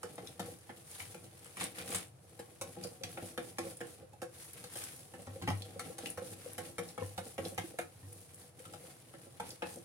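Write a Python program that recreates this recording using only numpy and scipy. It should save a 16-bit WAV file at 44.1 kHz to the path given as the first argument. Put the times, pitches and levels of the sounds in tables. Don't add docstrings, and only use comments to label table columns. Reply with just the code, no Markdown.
import sys
import numpy as np
from scipy import signal
from scipy.fft import rfft, irfft
from scipy.io import wavfile
from scipy.ndimage import uniform_filter1d

SR = 44100
rng = np.random.default_rng(int(sys.argv[2]) if len(sys.argv) > 2 else 0)


def dump(signal):
    limited = np.clip(np.atleast_2d(signal).T, -1, 1)
    pcm = np.round(limited * 32767).astype(np.int16)
    wavfile.write(sys.argv[1], SR, pcm)


N = 433944
TIME = np.arange(N) / SR
HIT_TIME = TIME[:SR // 3]

# (start_s, wall clack_db, clack centre_hz, knock_db,
# thump of the bottom_db, wet spit_db, drag_db)
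STROKES = [(0.0309, -39, 1400, -45, -54, -43.5, -60), (0.18, -44, 1220, -44, -51, -57, -56.5),
           (0.395, -39, 1290, -39.5, -38.5, -43, -52), (0.693, -45, 1780, -45.5, -62, -81, -62.5),
           (0.9993, -41.5, 2460, -62, -56, -54, -66), (1.144, -50.5, 2400, -48, -64, -57, -61),
           (1.4572, -48.5, 1830, -60, -70, -60, -65), (1.5693, -42, 2250, -50.5, -59, -46.5, -68),
           (1.6105, -39.5, 1030, -44, -68, -41.5, -58), (1.799, -42.5, 2380, -64, -52, -64, -51),
           (1.925, -43, 1590, -41.5, -43, -47, -59), (1.947, -39.5, 1120, -46, -41.5, -34, -70),
           (2.392, -46, 1360, -43.5, -56, -49.5, -71), (2.6126, -42, 1310, -44, -50, -39.5, -56),
           (2.7655, -54, 1340, -45, -51, -57, -53), (2.843, -50, 1400, -43, -43, -47.5, -60.5),
           (3.0365, -42, 2330, -47.5, -44, -48, -53.5), (3.1728, -42, 1660, -42, -53, -55, -49.5),
           (3.3767, -34.5, 1380, -34.5, -57, -43.5, -53), (3.5842, -33, 1060, -36, -65, -37.5, -50),
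           (3.8064, -38.5, 1440, -42, -59, -51, -56.5), (4.1323, -63, 1060, -55, -62, -63, -77),
           (4.218, -44.5, 1440, -39.5, -54, -46, -80), (4.64, -61, 1860, -51, -54, -45.5, -72),
           (4.755, -52, 1830, -48, -59, -44, -71), (5.1367, -47.5, 1770, -48.5, -67, -57, -60.5),
           (5.2699, -54, 1080, -45.5, -57, -64, -58.5), (5.4217, -42, 1360, -50, -38.5, -49, -57),
           (5.4759, -29, 1100, -40.5, -32.5, -45.5, -72), (5.5029, -39, 1320, -43.5, -51, -44, -63),
           (5.7939, -37.5, 1450, -48.5, -63, -41.5, -52.5), (5.9827, -47, 1380, -47, -61, -45, -50),
           (6.1743, -43, 1530, -40, -45, -49.5, -51), (6.5805, -36, 1800, -40.5, -43, -40.5, -52.5),
           (6.7829, -39, 1810, -38, -40, -43, -54), (6.978, -39.5, 1300, -42, -43, -53, -53.5),
           (7.1781, -37.5, 1096, -39.5, -43, -44.5, -52), (7.3799, -38, 1860, -40, -63, -47.5, -49.5),
           (7.5785, -34.5, 900, -37, -38.5, -40, -54), (7.7873, -32.5, 1530, -36, -55, -41.5, -76),
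           (8.6531, -51, 1290, -58, -51, -54, -61), (8.736, -48.5, 1220, -49.5, -60, -50, -66),
           (9.1374, -54, 1870, -52.5, -71, -68, -66), (9.399, -37, 930, -42.5, -44.5, -48, -53),
           (9.6217, -34, 910, -38.5, -50, -51, -50.5)]
# (pitch_hz, level_db, time to fall 60 dB_s)
BOWL = [(101.5, -14, 0.23), (164.2, -17, 0.18), (186.5, -9, 0.15), (246, -9, 0.058), (338.3, -8, 0.15),
        (374, -9.5, 0.049), (488.8, -3.5, 0.13), (543.4, -2.5, 0.057), (621, -5.5, 0.032),
        (724.8, -6.5, 0.1), (765.5, 2, 0.031), (819.7, 0, 0.041), (1113, -22, 0.24), (1350, -9, 0.06)]


def amp(db):
    return 10 ** (np.asarray(db) / 20)


def unit(x):
    return x / np.sqrt(np.mean(x ** 2))


def burst(x, db):
    return x * amp(db) / np.sqrt(uniform_filter1d(x ** 2, size=441).max())


def fade(t60):
    return np.exp(-np.log(1000) * HIT_TIME / t60)


def band(x, lo_hz, hi_hz, order=2):
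    return signal.sosfilt(signal.butter(order, [lo_hz, hi_hz], "band", fs=SR, output="sos"), x)


def colour(x, points):
    hz, db = np.transpose(points)
    bins = np.fft.rfftfreq(x.shape[-1], 1 / SR)
    curve_db = np.interp(np.log(bins + 1), np.log(hz), db)
    return irfft(rfft(x) * amp(curve_db), x.shape[-1])


def ring(force, modes, scatter, detune):
    answer = np.zeros(len(HIT_TIME))
    for k, (hz, db, t60) in enumerate(modes):
        strength_chance, pitch_chance = rng.uniform(-1.42, 1, 2)
        strength = (-1) ** k * amp(db) * (1 + scatter * strength_chance)
        pitch = hz * (1 + detune * pitch_chance)
        answer += strength * fade(t60) * np.sin(2 * np.pi * pitch * HIT_TIME)
    return signal.fftconvolve(force, answer)[:len(force)]


def clicks(rate, spread_db, size):
    when, strength, sign = rng.random((3, size))
    level_db = spread_db * np.minimum(-np.log(1 - strength), 4)
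    return (when < rate / SR) * amp(level_db) * np.sign(sign - .5)


def add(track, s, sound):
    start = int(s * SR)
    track[start:start + len(sound)] += sound[:N - start]


def volley(spread_s, later_db, count=7):
    force = np.zeros(len(HIT_TIME))
    lag, strength = rng.random((2, count))
    at = (lag * spread_s * SR).astype(int)
    force[at] = amp(later_db) * strength * (1 - lag / 2)
    force[0] = 1
    return force


def flutter(rate):
    steps = rng.standard_normal(2000)
    return unit(np.interp(TIME * rate, np.arange(len(steps)), steps))


def reflect(x, envelope, count=82):
    hop = N // count + 1
    padded = np.pad(x, (hop, 2 * hop))
    pieces = np.array([padded[k * hop:(k + 2) * hop] for k in range(count + 1)])
    pieces = pieces * np.sqrt(np.hanning(2 * hop))
    paths = rng.standard_normal((count + 1, len(envelope))) * envelope
    paths /= np.linalg.norm(paths, axis=1, keepdims=True)
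    out = np.zeros(N + 2 * SR)
    for k, echo in enumerate(signal.fftconvolve(pieces, paths, axes=1)):
        out[k * hop:k * hop + len(echo)] += echo
    return out[hop:hop + N]


def dragging(crest_s, sharpness):
    age = np.arange(SR // 2) / SR / crest_s
    swell = (age * np.exp(1 - age)) ** sharpness
    power = np.zeros(N)
    for s, *_, drag_db in STROKES:
        add(power, s, (amp(drag_db) * swell) ** 2)
    return power


def effort():
    # (middle_s, length_s, churn_db, squelch_db, froth_db)
    sweep_table = [(0.933, 0.17, -61, -58, -52.5), (1.016, 0.1, -57, -49.5, -52),
                   (1.108, 0.22, -61, -66, -57), (1.463, 0.41, -75, -63.5, -62.5),
                   (1.628, 0.11, -43, -41.5, -49), (1.794, 0.11, -51, -47, -52.5),
                   (1.945, 0.2, -49, -45, -47), (2.237, 0.056, -58.5, -84, -67),
                   (4.008, 0.076, -57.5, -66, -76), (4.43, 0.28, -84, -62.5, -55.5),
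                   (4.597, .2, -59, -59, -58.5), (4.803, 0.26, -69, -51.5, -48.5),
                   (4.97, 0.37, -62, -64.5, -56), (5.685, 0.62, -55.5, -63.5, -65.5),
                   (6.326, 0.064, -51, -60, -54), (6.476, 0.26, -56, -58, -56),
                   (8.157, 0.37, -78, -81, -60), (8.417, 0.12, -74, -65, -58.5),
                   (8.61, 0.15, -65, -66, -63), (8.864, .35, -59, -65, -61)]
    # (middle_s, length_s)
    lift_table = [(2.15, 0.22), (4.155, 0.28), (8.543, 0.067)]
    # churn_db, squelch_db, froth_db
    stir_db = (-66, -69, -66.5)
    sweep_edge_db = -18.5

    strokes = np.array([dragging(crest_s=0.063, sharpness=1.9),
                        dragging(crest_s=0.057, sharpness=1.85) * amp(-7) ** 2,
                        dragging(crest_s=0.092, sharpness=5.5) * amp(-3) ** 2])
    sweeps = np.zeros((3, N))
    for middle_s, length_s, *levels_db in sweep_table:
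        near = slice(int((middle_s - length_s) * SR), int((middle_s + length_s) * SR))
        arch = amp(sweep_edge_db * (2 * (TIME[near] - middle_s) / length_s) ** 2)
        sweeps[:, near] += np.outer(amp(levels_db), arch) ** 2
    lifted = np.max([np.clip(2 - np.abs(TIME - s) * 3 / length_s, 0, 1) for s, length_s in lift_table], axis=0)
    stirring = np.outer(amp(stir_db), amp(-12 * lifted)) ** 2
    return np.sqrt(strokes + sweeps + stirring)


def crackle(rate, spread_db):
    right, left = clicks(rate, spread_db, size=N), np.zeros(N)
    lags = np.round(6 + 9 * rng.standard_normal(N)).astype(int)
    np.add.at(left, np.clip(np.arange(N) + lags, 0, N - 1), right)
    return np.array([left, right])


def batter():
    # (pitch_hz, level_db)
    squelch_curve = [(300, -40), (700, 2), (1000, 6), (2000, 8), (4000, 2.5), (7000, -7.5), (14000, 2.5)]
    froth_curve = [(1000, 0.5), (3000, -3.5), (5000, 1), (7000, 1.5), (10000, 1.5), (16000, -4)]
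    churn_gain, squelch_gain, froth_gain = effort()

    gulps = band(clicks(rate=170, spread_db=3.0, size=N), 31, 610, order=1)
    bowl_ring = unit(ring(gulps, BOWL, scatter=0.027, detune=.003))
    churn = unit(bowl_ring + amp(-8.0) * unit(band(gulps, 156, 650)))
    clumps = amp(3 * np.clip(flutter(150), -2, 2))
    pockets = np.zeros((2, N))
    for hz in 600 * 1.468 ** np.arange(7):
        one_size = band(crackle(rate=170, spread_db=-0.5), hz, hz * 1.53, order=1)
        pockets += unit(one_size) * np.sqrt(hz)
    squelch = unit(colour(pockets * clumps, squelch_curve))
    fizz = crackle(rate=9000, spread_db=1.0) * clumps ** .5
    froth = unit(colour(fizz, froth_curve))
    return amp(3.0) * churn_gain * churn + amp(1.5) * squelch_gain * squelch + amp(-1.0) * froth_gain * froth


def sprinkle(per_s, gain, range_db=8):
    when, softness = rng.random((2, int(per_s * N / SR)))
    at = (when * N).astype(int)
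    out = np.zeros(N)
    out[at] = gain[at] * amp(-range_db * softness)
    return out


def stray_ticks():
    _, squelch_gain, froth_gain = effort()
    crack, fizz = rng.standard_normal((2, len(HIT_TIME)))
    graze = burst(band(crack * fade(.03), 600, 4500), 3)
    pop = burst(band(fizz * fade(0.0079), 2500, 14000, order=1), 5.5)
    grazes = signal.fftconvolve(sprinkle(9, squelch_gain), graze)
    pops = signal.fftconvolve(sprinkle(10, froth_gain), pop)
    return (grazes + pops)[:N]


def room_tone():
    # (pitch_hz, level_db)
    tone_curve = [(20, -6), (55, -16), (95, 8), (135, 8), (250, -10.5), (500, -1), (1000, -9.5),
                  (3000, -22.5), (15000, -29)]
    shared, left, right = rng.standard_normal((3, N))
    rumble = band(shared, 32, 420, order=1)
    hiss = band(np.array([left, right]), 350, 12000, order=1)
    return amp(-61.0) * unit(colour(rumble + hiss, tone_curve))


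def taps():
    # (pitch_hz, level_db, time to fall 60 dB_s)
    wall_modes = [(828, -10, 0.26), (848, 12.5, 0.15), (1060, -1, 0.027), (1085, 8, 0.13),
                  (1334, 13, 0.062), (1330, 3, 0.065), (1520, -36, 0.018), (1746, 9, 0.04),
                  (1950, -35, 0.034), (2155, 11, 0.051), (2400, 6, 0.048), (2950, 11, 0.055),
                  (3190, 8.5, 0.035), (3626, 14, 0.027)]
    out = np.zeros(N)
    for s, clack_db, clack_hz, knock_db, thump_db, spit_db, _ in STROKES:
        force = volley(spread_s=0.009, later_db=-3.5)
        body = ring(force, BOWL, scatter=.4, detune=.02)
        knock = burst(band(body, 226, 1210), knock_db + 5.5)
        thump = burst(band(body, 101, 298), thump_db)
        splat = unit(clicks(rate=6000, spread_db=5.5, size=len(force)) * fade(0.094))
        crack = unit(splat + amp(-6) * unit(force))
        wall_ring = unit(ring(force, wall_modes, scatter=.5, detune=.015))
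        wall = .85 * wall_ring + unit(band(crack, 600, 2600))
        stand_out = unit(band(wall, clack_hz * .88, clack_hz * 1.14, order=1))
        clack = burst(unit(wall) + .8 * stand_out, clack_db - .5)
        spit = burst(band(crack, 890, 7100, order=1), spit_db + .6)
        add(out, s, knock + thump + clack + spit)
    return out


def plops(swell_s=0.0066, t60=0.05, glide=0.15):
    # (time_s, level_db, pitch_hz halfway up the glide's full span)
    plop_table = [(0.044, -33.5, 464), (0.182, -45, 332), (0.231, -38, 464), (0.483, -38.5, 495),
                  (2.634, -40, 511), (2.848, -38.5, 529), (3.011, -38, 503), (3.229, -37.5, 515),
                  (3.649, -35, 495), (3.666, -34.5, 513), (4.026, -40, 496), (5.19, -42, 535),
                  (5.359, -35.5, 504), (5.761, -34.5, 514), (5.899, -37.5, 480), (6.218, -33, 495),
                  (6.264, -42, 477), (6.324, -39, 464), (6.46, -38, 472), (7.017, -31.5, 480),
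                  (7.386, -27.5, 502), (7.458, -31.5, 477), (7.522, -38, 520), (7.64, -36.5, 330),
                  (7.74, -42.5, 493), (8.6, -43.5, 486), (8.839, -45, 480), (9.267, -42.5, 523),
                  (9.771, -38, 522)]
    out = np.zeros(N)
    for s, db, hz in plop_table:
        pitch = hz * (1 + glide * (np.tanh(HIT_TIME / 0.011) - .5))
        swell = 1 - np.exp(-(HIT_TIME / swell_s) ** 2)
        pocket = np.sin(2 * np.pi * np.cumsum(pitch) / SR) * fade(t60) * swell
        push = band(volley(0.0121, later_db=-8.5), 36, 700, order=1)
        shake = ring(push, BOWL, scatter=0.074, detune=0.01)
        add(out, s - .003, burst(unit(pocket) + amp(-3) * unit(shake), db - 4.5))
    return out


def snaps():
    # (start_s, level_db, centre_hz)
    snap_table = [(0.156, -53, 9000), (0.2727, -43, 3600), (1.6402, -38, 8900), (1.905, -44, 9400),
                  (1.927, -42, 10200), (1.9582, -35.5, 9350), (2.8375, -37, 4570), (3.035, -33.5, 3850),
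                  (3.7698, -49.5, 9460), (4.533, -47, 10500), (4.788, -43, 10100), (4.8383, -40.5, 7500),
                  (5.501, -47, 2820), (5.621, -38, 3760), (6.059, -33.5, 2880), (6.102, -42, 9000),
                  (6.5326, -47, 10800), (6.888, -46, 4570), (7.008, -45.5, 2494), (7.4513, -39.5, 4000),
                  (8.1286, -51, 9600), (8.3442, -52, 10300), (9.5053, -41.5, 4500)]
    out = np.zeros(N)
    for s, db, hz in snap_table:
        tear = rng.standard_normal(len(HIT_TIME)) * (fade(.005) + .3 * fade(.06))
        clink = unit(band(tear, hz * .88, hz * 1.16, order=1))
        tick = unit(band(tear, hz * .55, hz * 1.7))
        add(out, s, burst(clink + 0.12 * tick, db - 2.5))
    return out


def bumps(judder_hz=95):
    # (start_s, thud_db, chatter of the foot_db, length of the slip_s)
    bump_table = [(1.01, -52.5, -52, .02), (5.271, -47, -48, .04), (5.416, -43.5, -45, .02),
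                  (5.475, -47, -39, .004), (5.488, -36, -33.5, .04), (7.023, -42.5, -41, .02),
                  (7.397, -44.5, -65, .02), (8.03, -49, -56, .06)]
    # (pitch_hz, level_db, time to fall 60 dB_s)
    base_modes = [(99.5, 2, 0.51), (165, -24, 0.52), (205, -10, 0.073), (273.4, -3.5, 0.1)]
    foot_modes = [(832, -6, 0.12), (900, -17, 0.021), (1010, 15, 0.047), (1220, -14, 0.055),
                  (1260, -23, 0.049), (1860, 10, 0.06), (2320, -12, 0.023)]
    out = np.zeros(N)
    for s, thud_db, chatter_db, slip_s in bump_table:
        slips = np.diff(np.floor(HIT_TIME * judder_hz), prepend=-1) * (HIT_TIME <= slip_s) * fade(0.16)
        grit = rng.standard_normal(len(HIT_TIME))
        thud = ring(band(slips, 36, 360, order=1), base_modes, scatter=0.093, detune=0.013)
        scrape = signal.fftconvolve(slips, fade(0.0045))[:len(slips)] * grit
        foot_ring = unit(ring(slips + 0.17 * scrape, foot_modes, scatter=0.15, detune=0.0068))
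        chatter = foot_ring + .5 * unit(band(scrape, 250, 1700, order=1))
        add(out, s, burst(thud, thud_db) + burst(chatter, chatter_db))
    return out


def ports(x):
    deep = signal.sosfilt(signal.butter(1, 900, fs=SR, output="sos"), x)
    bright = x - deep
    sides = []
    for lag in (6, 0):
        direct = np.pad(deep + .55 * bright, (lag, 0))[:N]
        sides.append(direct + .8 * reflect(bright, fade(.018)[:SR // 20]))
    return np.array(sides)


def kitchen(x, room_db=-6, room_t60=0.22):
    echo_curve = [(80, -15), (300, 3.0), (700, 0.0), (3000, 2.5), (15000, -3.5)]  # (pitch_hz, level_db)
    envelope = fade(room_t60) * (1 - fade(0.016))
    echo = np.array([reflect(side, envelope) for side in colour(x, echo_curve)])
    return amp([[-1.7], [-2.5]]) * (x + amp(room_db) * echo)


def scene():
    blows = taps() + plops() + snaps() + bumps() + stray_ticks()
    return kitchen(ports(blows) + batter()) + room_tone()


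def record(dry):
    # (pitch_hz, level_db)
    microphone_curve = [(20, -9), (50, -4), (85, 2), (1000, -3), (6500, 2), (8000, 4), (9300, 10),
                        (10500, 10), (12000, 3.5), (15500, 0)]
    top_cut = signal.ellip(10, .2, 70, 15900, fs=SR, output="sos")
    return signal.sosfilt(top_cut, colour(dry, microphone_curve))


dry = scene()
out = record(dry)
dump(out)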